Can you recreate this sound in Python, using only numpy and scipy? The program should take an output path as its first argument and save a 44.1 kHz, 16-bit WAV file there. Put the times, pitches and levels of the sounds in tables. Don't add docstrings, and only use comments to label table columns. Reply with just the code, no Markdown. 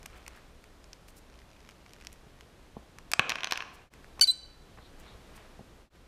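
import sys
import numpy as np
from scipy import signal
from scipy.fft import rfft, irfft, next_fast_len
from scipy.io import wavfile
from scipy.ndimage import uniform_filter1d

SR = 44100
rng = np.random.default_rng(int(sys.argv[2]) if len(sys.argv) > 2 else 0)


def int16_out(signal):
    q = np.round(np.clip(np.atleast_2d(signal).T, -1, 1) * 32767)
    wavfile.write(sys.argv[1], SR, q.astype(np.int16))


N = 267687

# (frequency [Hz], level [dB], t60 [s])
BISCUIT_MODES = [(695, -8.5, 0.023), (1054, -5, 0.029), (1627, 1.5, 0.0077), (1820, -1, 0.011),
                 (2480, 4.5, 0.0055), (2727, 0, 0.013), (2900, -2, 0.0055), (4255, 3, 0.0057),
                 (4960, -8.5, 0.003), (5620, -3, 0.0068)]
# (frequency [Hz], gain [dB])
CRACK_COLOUR = [(150, -20), (450, -15.5), (1000, -4), (2300, 2.5), (3700, -4.5), (5400, -1), (8000, -8.5),
                (10000, -11.5), (12500, -13.5), (16000, -26.5)]


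def amp(db):
    return 10 ** (np.asarray(db) / 20)


def unit(x):
    return x / np.sqrt(np.mean(x ** 2) + 1e-20)


def along(points, hz):
    f, v = np.transpose(points)
    return np.interp(np.log(hz + 1), np.log(f + 1), v)


def bell(hz, centre_hz, octaves):
    return np.exp(-.5 * (np.log2((hz + 1) / centre_hz) / octaves) ** 2)


def shelves(hz, body_db, edge_db):
    return along([(800, body_db), (1400, 0), (3300, 0.005), (4800, edge_db)], hz)


def filtered(x, response):
    size = next_fast_len(len(x) + SR // 4)
    return irfft(rfft(x, size) * response(np.fft.rfftfreq(size, 1 / SR)), size)[:len(x)]


def coloured(x, gain_db, size=2048):
    cepstrum = irfft(np.log(amp(gain_db(np.fft.rfftfreq(size, 1 / SR)))))
    cepstrum[1:size // 2] *= 2
    cepstrum[size // 2 + 1:] = 0
    return signal.fftconvolve(x, irfft(np.exp(rfft(cepstrum))))[:len(x)]


def add(track, s, sound, db):
    part = track[round(s * SR):][:len(sound)]
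    part += amp(db) * sound[:len(part)] / np.sqrt(np.sum(sound ** 2) / (.003 * SR))


def ring(modes, t):
    chance = rng.standard_normal((len(modes), 2)) * [2, .025]
    return sum((-1) ** k * amp(db + vary_db - 60 * t / t60) * np.cos(2 * np.pi * hz * (1 + detune) * t)
               for k, ((hz, db, t60), (vary_db, detune)) in enumerate(zip(modes, chance)))


def swell(s, db, half_s, centre_hz, octaves, uneven_db=8.5):
    out, t = np.zeros(N), np.arange(N) / SR
    active = np.abs(t - s) < 3 * half_s
    slip, strength = rng.standard_normal((2, N))[:, active]
    band = filtered(slip * amp(uneven_db * strength), lambda hz: bell(hz, centre_hz, octaves))
    out[active] = amp(db) * unit(band) * np.exp(-.5 * ((t[active] - s) / half_s) ** 2)
    return out


def room_tone(hum_hz=59.6, hum_db=-8, waver_db=3.5):
    # (frequency [Hz], relative density [dB])
    air_colour = [(12, -32), (20, 7), (56, -4), (177, -9), (542, -13), (678, -15), (780, -17), (1220, -19),
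                  (1910, -22), (2140, -23.5), (2320, -23.5), (3630, -25.5), (12800, -38.5), (14700, -44.5),
                  (16000, -67)]
    # (time [s], level [dB])
    drift = [(0, -54), (.6, -56), (3.1, -56), (3.25, -63), (3.8, -56.5), (3.95, -54.5), (4.2, -54.5),
             (4.3, -59.5), (4.7, -55), (5.3, -52.5), (6.07, -57.5)]
    t = np.arange(N) / SR
    air = unit(filtered(rng.standard_normal(N), lambda hz: amp(along(air_colour, hz))))
    waver = unit(filtered(rng.standard_normal(N), lambda hz: hz < 6))
    hum = np.sqrt(2) * amp(hum_db + waver_db * waver) * np.sin(2 * np.pi * hum_hz * t)
    return amp(np.interp(t, *np.transpose(drift))) * (air + hum)


def room(x):
    # (frequency [Hz], t60 [s])
    decay = [(150, 1), (700, 0.89), (2000, 0.9), (4200, 0.69), (8000, 0.58), (14000, 0.324)]
    # (frequency [Hz], gain [dB])
    tail_colour = [(100, 2.5), (700, 7.5), (2000, 2), (4000, -1.5), (6000, 0), (9000, -2), (15000, -15.5)]
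    hz, t, noise = signal.stft(rng.standard_normal(SR), SR, nperseg=256)
    shape_db = along(tail_colour, hz)[:, None] - 60 * t / along(decay, hz)[:, None]
    build_up = 1 - np.exp(-t / 0.0013)
    tail = signal.istft(noise * amp(shape_db) * build_up, SR, nperseg=256)[1]
    return signal.fftconvolve(x, tail / np.linalg.norm(tail))[:N]


def wall_echoes(x):
    # (delay [s], gain [dB])
    reflections = [(0.012, -16.5), (0.041, -28), (.06, -26.5)]
    return sum(amp(db) * np.pad(x, (round(delay * SR), 0))[:N] for delay, db in reflections)


def peeps():
    # (time [s], level [dB])
    calls = [(4.851, -65), (5.09, -61)]
    return sum(swell(s, db, half_s=0.032, centre_hz=3850, octaves=0.15) for s, db in calls)


def rubbing():
    # (time [s], half length [s], level [dB])
    rustles = [(0.168, 0.04, -57.5), (0.354, 0.063, -61), (5.06, 0.063, -59.5), (5.392, 0.049, -58.5)]
    # (time [s], level [dB])
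    scrapes = [(.172, -66), (.37, -66.5), (1.094, -60), (1.178, -56), (2.135, -67), (3.745, -61),
               (5.005, -63), (5.366, -60)]
    soft = sum(swell(s, db, half_s, centre_hz=1300, octaves=0.97) for s, half_s, db in rustles)
    horn = sum(swell(s, db, half_s=.01, centre_hz=7200, octaves=0.91) for s, db in scrapes)
    return soft + horn


def bumps():
    # (time [s], level [dB], brightness [Hz])
    touches = [(2.264, -47, 250), (2.7664, -34, 760), (3.1946, -28, 750), (4.176, -50, 1100),
               (4.1915, -39, 1154), (4.774, -48.5, 2000), (4.784, -45, 2000), (5.592, -41.5, 698),
               (5.606, -41.5, 497)]
    # (frequency [Hz], level [dB], t60 [s])
    table_modes = [(122, 1, 0.026), (230, -2, .04), (413, -8.5, 0.029), (814, -2.5, 0.024),
                   (1095, -2, 0.028), (1792, -6, 0.0066)]
    # (frequency over brightness [ratio], gain [dB])
    padding = [(.05, 8.5), (.2, 10), (1, 14), (2, -11.5), (6, -53)]
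    out, t = np.zeros(N), np.arange(SR // 10) / SR
    for s, db, bright_hz in touches:
        contact = ring(table_modes, t) + amp(5.5 - 60 * t / 0.037) * rng.standard_normal(len(t))
        add(out, s, coloured(contact, lambda hz: along(padding, hz / bright_hz)), db)
    return out


def fracture(crumble_db=-18.5, t60_s=0.01):
    t = np.arange(SR // 20) / SR
    force = amp(crumble_db - 60 * t / t60_s) * rng.standard_normal(len(t)) * rng.exponential(size=len(t))
    force[0] = 1
    return force


def crumbs(per_s=69):
    # (start [s], end [s], level before colouring [dB])
    gnawing = [(0.064, .4, -69), (1.297, 1.42, -63.5), (1.481, 1.73, -66), (1.848, 2.16, -64),
               (2.381, 2.44, -64)]
    out = np.zeros(N)
    for start, end, db in gnawing:
        lateness, sizes = rng.random((2, 40))
        times = start + (np.arange(len(lateness)) + lateness) / per_s
        for s, size in zip(times, sizes):
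            crumb = fracture()
            if s < end:
                add(out, s, crumb, db + 8 * size ** 2)
    lift = [(1200, 12.0), (6500, 6.5), (10000, 1)]  # (frequency [Hz], gain [dB])
    return coloured(out, lambda hz: along(CRACK_COLOUR, hz) + along(lift, hz))


def bites(ring_db=-34):
    # (time [s], level [dB], splinter band [Hz], band boost [dB])
    cracks = [(0.0303, -50, 8800, 6), (0.0582, -43.5, 1500, 10), (0.0607, -39.5, 10200, 13),
              (0.2645, -45, 2600, 7), (0.278, -48, 1100, 12), (0.2801, -40, 10000, 7),
              (.374, -50.5, 1700, 24), (0.641, -51.5, 5500, -6), (0.8423, -52.5, 6000, 8),
              (0.9316, -42.5, 4600, 12.5), (1.0854, -52.5, 11000, -8), (1.6904, -47.5, 2300, 3.5),
              (1.6984, -54, 2200, 12), (1.71, -55, 5500, 3), (1.9346, -48, 3900, 3),
              (2.0118, -51, 2970, 10), (2.0492, -47.5, 3000, 3), (2.0702, -37.5, 4860, 9.5),
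              (2.129, -50.5, 9900, 20), (2.409, -47.5, 3000, 5), (2.986, -43.5, 1080, 8.5),
              (3.1167, -30.5, 13700, 9.5), (3.122, -39, 5500, 2), (3.1355, -17, 1513, 2),
              (3.9378, -49, 2000, -1), (4.0447, -49, 1190, 12), (4.196, -38, 5510, 2)]
    out = np.zeros(N)
    for s, db, splinter_hz, splinter_db in cracks:
        force = fracture()
        crack = force + amp(ring_db) * ring(BISCUIT_MODES, np.arange(len(force)) / SR)
        body_db = 6.5 - 0.21 * splinter_db
        colour = lambda hz: (along(CRACK_COLOUR, hz) + shelves(hz, body_db, 0)
                             + splinter_db * bell(hz, splinter_hz, octaves=0.56))
        add(out, s, coloured(crack, colour), db)
    return out


def rocking(start_s=3.39, end_s=3.62, per_s=24, level_db=-38, edge_db=-1.5, scatter_db=3):
    lateness, lightness, dullness = rng.standard_normal((3, 24))
    times = start_s + (np.arange(len(lateness)) + .5 + 0.18 * lateness) / per_s
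    rows = np.transpose([times, level_db - scatter_db * lightness, edge_db - scatter_db * dullness])
    return list(rows[times < end_s])


def bounces():
    # (time [s], level [dB], edge [dB])
    impacts = [(3.1945, -12, -5), (3.2947, -24.5, 9), (3.3023, -25.5, 5), (3.312, -34, -4),
               (3.3198, -25, -4), (3.3561, -28, -4), (3.3852, -35, -7.5), (3.4337, -27.5, -3),
               (3.4444, -25, 7.5), (3.472, -31.5, 1), (3.511, -28.5, 8.5), (3.5224, -20.5, 5.5),
               (3.5334, -32.5, 5), (3.5571, -32.5, -5.5), (3.5749, -29.5, 9), (3.6053, -30.5, -7),
               (3.6225, -34, -3.5)]
    # (frequency [Hz], gain [dB])
    tap_colour = [(60, -3.5), (200, 2), (450, 2.5), (700, 0), (1100, 2), (3200, 3), (4500, -3), (6000, 0.5),
                  (8000, -16), (12000, -17), (16000, -32.5)]
    out, t = np.zeros(N), np.arange(SR // 15) / SR
    landing_db = impacts[0][1]
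    for s, db, edge_db in impacts + rocking():
        contact = ring(BISCUIT_MODES, t)
        contact += amp(1 - 60 * t / .009) * rng.standard_normal(len(t))
        contact[0] += amp(15)
        body_db = 0.5 - 0.22 * (landing_db - db)
        add(out, s, coloured(contact, lambda hz: along(tap_colour, hz) + shelves(hz, body_db, edge_db)), db)
    return out


def note(contour, jitter=0.0021, sideband=0.65):
    # (start [s], end [s], cycles per period [count], depth [ratio])
    locks = [(4.2135, 4.2255, 3, .65), (4.229, 4.238, 2, .3)]
    t = np.arange(N) / SR
    times, pitch_hz, db, second = np.transpose(contour)
    second_db = np.interp(t, times, second)
    third_db = -26.5 + 0.34 * second_db
    waver = unit(uniform_filter1d(rng.standard_normal(N), size=24))
    phase = 2 * np.pi * np.cumsum(np.interp(t, times, pitch_hz) * (1 + jitter * waver)) / SR
    whistle = np.sin(phase) + amp(second_db) * np.sin(2 * phase) + amp(third_db) * np.sin(3 * phase)
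    beat = np.ones(N)
    for start, end, cycles, depth in locks:
        gate = uniform_filter1d(((t > start) & (t < end)) * 1., size=90)
        subharmonics = np.cos(phase / cycles) + (cycles > 2) * sideband * np.cos(2 * phase / cycles)
        beat += gate * depth * subharmonics
    rasp_colour = [(800, -10.0), (4500, -2.5), (14000, -12.0)]  # (frequency [Hz], gain [dB])
    rasp = unit(filtered(rng.standard_normal(N), lambda hz: amp(along(rasp_colour, hz))))
    onset_puff = amp(-5 - 60 * np.abs(t - times[0]) / 0.023)
    turbulence = onset_puff + amp(np.minimum(second_db - 14, -26.5))
    level = np.sqrt(2) * amp(np.interp(t, times, db, left=-120, right=-120))
    return level * (beat * whistle + turbulence * rasp)


def chirp():
    # (time [s], pitch [Hz], level [dB], second harmonic re fundamental [dB])
    contours = [
        [(4.2104, 6370, -37, -9.5), (4.2123, 4540, -13, -15.5), (4.216, 4585, -18, -14),
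         (4.228, 4425, -20, -8.5), (4.239, 4680, -21, -17), (4.243, 4570, -16, -22.5),
         (4.246, 4100, -31.5, -15), (4.252, 3520, -47, -27)],
        [(4.2715, 4110, -53, -14), (4.2745, 4100, -32, -8.5), (4.285, 3978, -22.5, -28.5),
         (4.306, 4011, -21.5, -23), (4.312, 4220, -35, -1.5), (4.3185, 4170, -40.5, 9.5),
         (4.321, 4150, -65, -8)],
    ]
    # (frequency [Hz], gain [dB])
    beak_colour = [(1500, -6.5), (2200, -2.5), (3000, 1), (9000, 0), (13500, 3.5), (14500, -20)]
    return filtered(sum(note(contour) for contour in contours), lambda hz: amp(along(beak_colour, hz)))


def scene():
    near = bites() + crumbs() + rubbing() + bumps()
    clatter, call = bounces(), chirp()
    tails = amp(-21.5) * room(near) + amp(-14.5) * room(clatter) + amp(-20.5) * room(call)
    return (near + clatter + call + tails + wall_echoes(call) + peeps() + room_tone())[None]


def record(dry, ceiling=.56, top_hz=15200):
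    # (time [s], fade-out [s], fade-in [s])
    dips = [(3.899, 0.072, 0.046), (5.898, 0.083, 0.057)]
    t = np.arange(N) / SR
    x = dry[0] / (1 + np.abs(dry[0] / ceiling) ** 6) ** (1 / 6)
    for s, fade_out, fade_in in dips:
        x = x * np.clip(np.maximum((s - t) / fade_out, (t - s) / fade_in), 0, 1)
    return filtered(x, lambda hz: 1 / np.sqrt(1 + (hz / top_hz) ** 90))[None]


dry = scene()
out = record(dry)
int16_out(out)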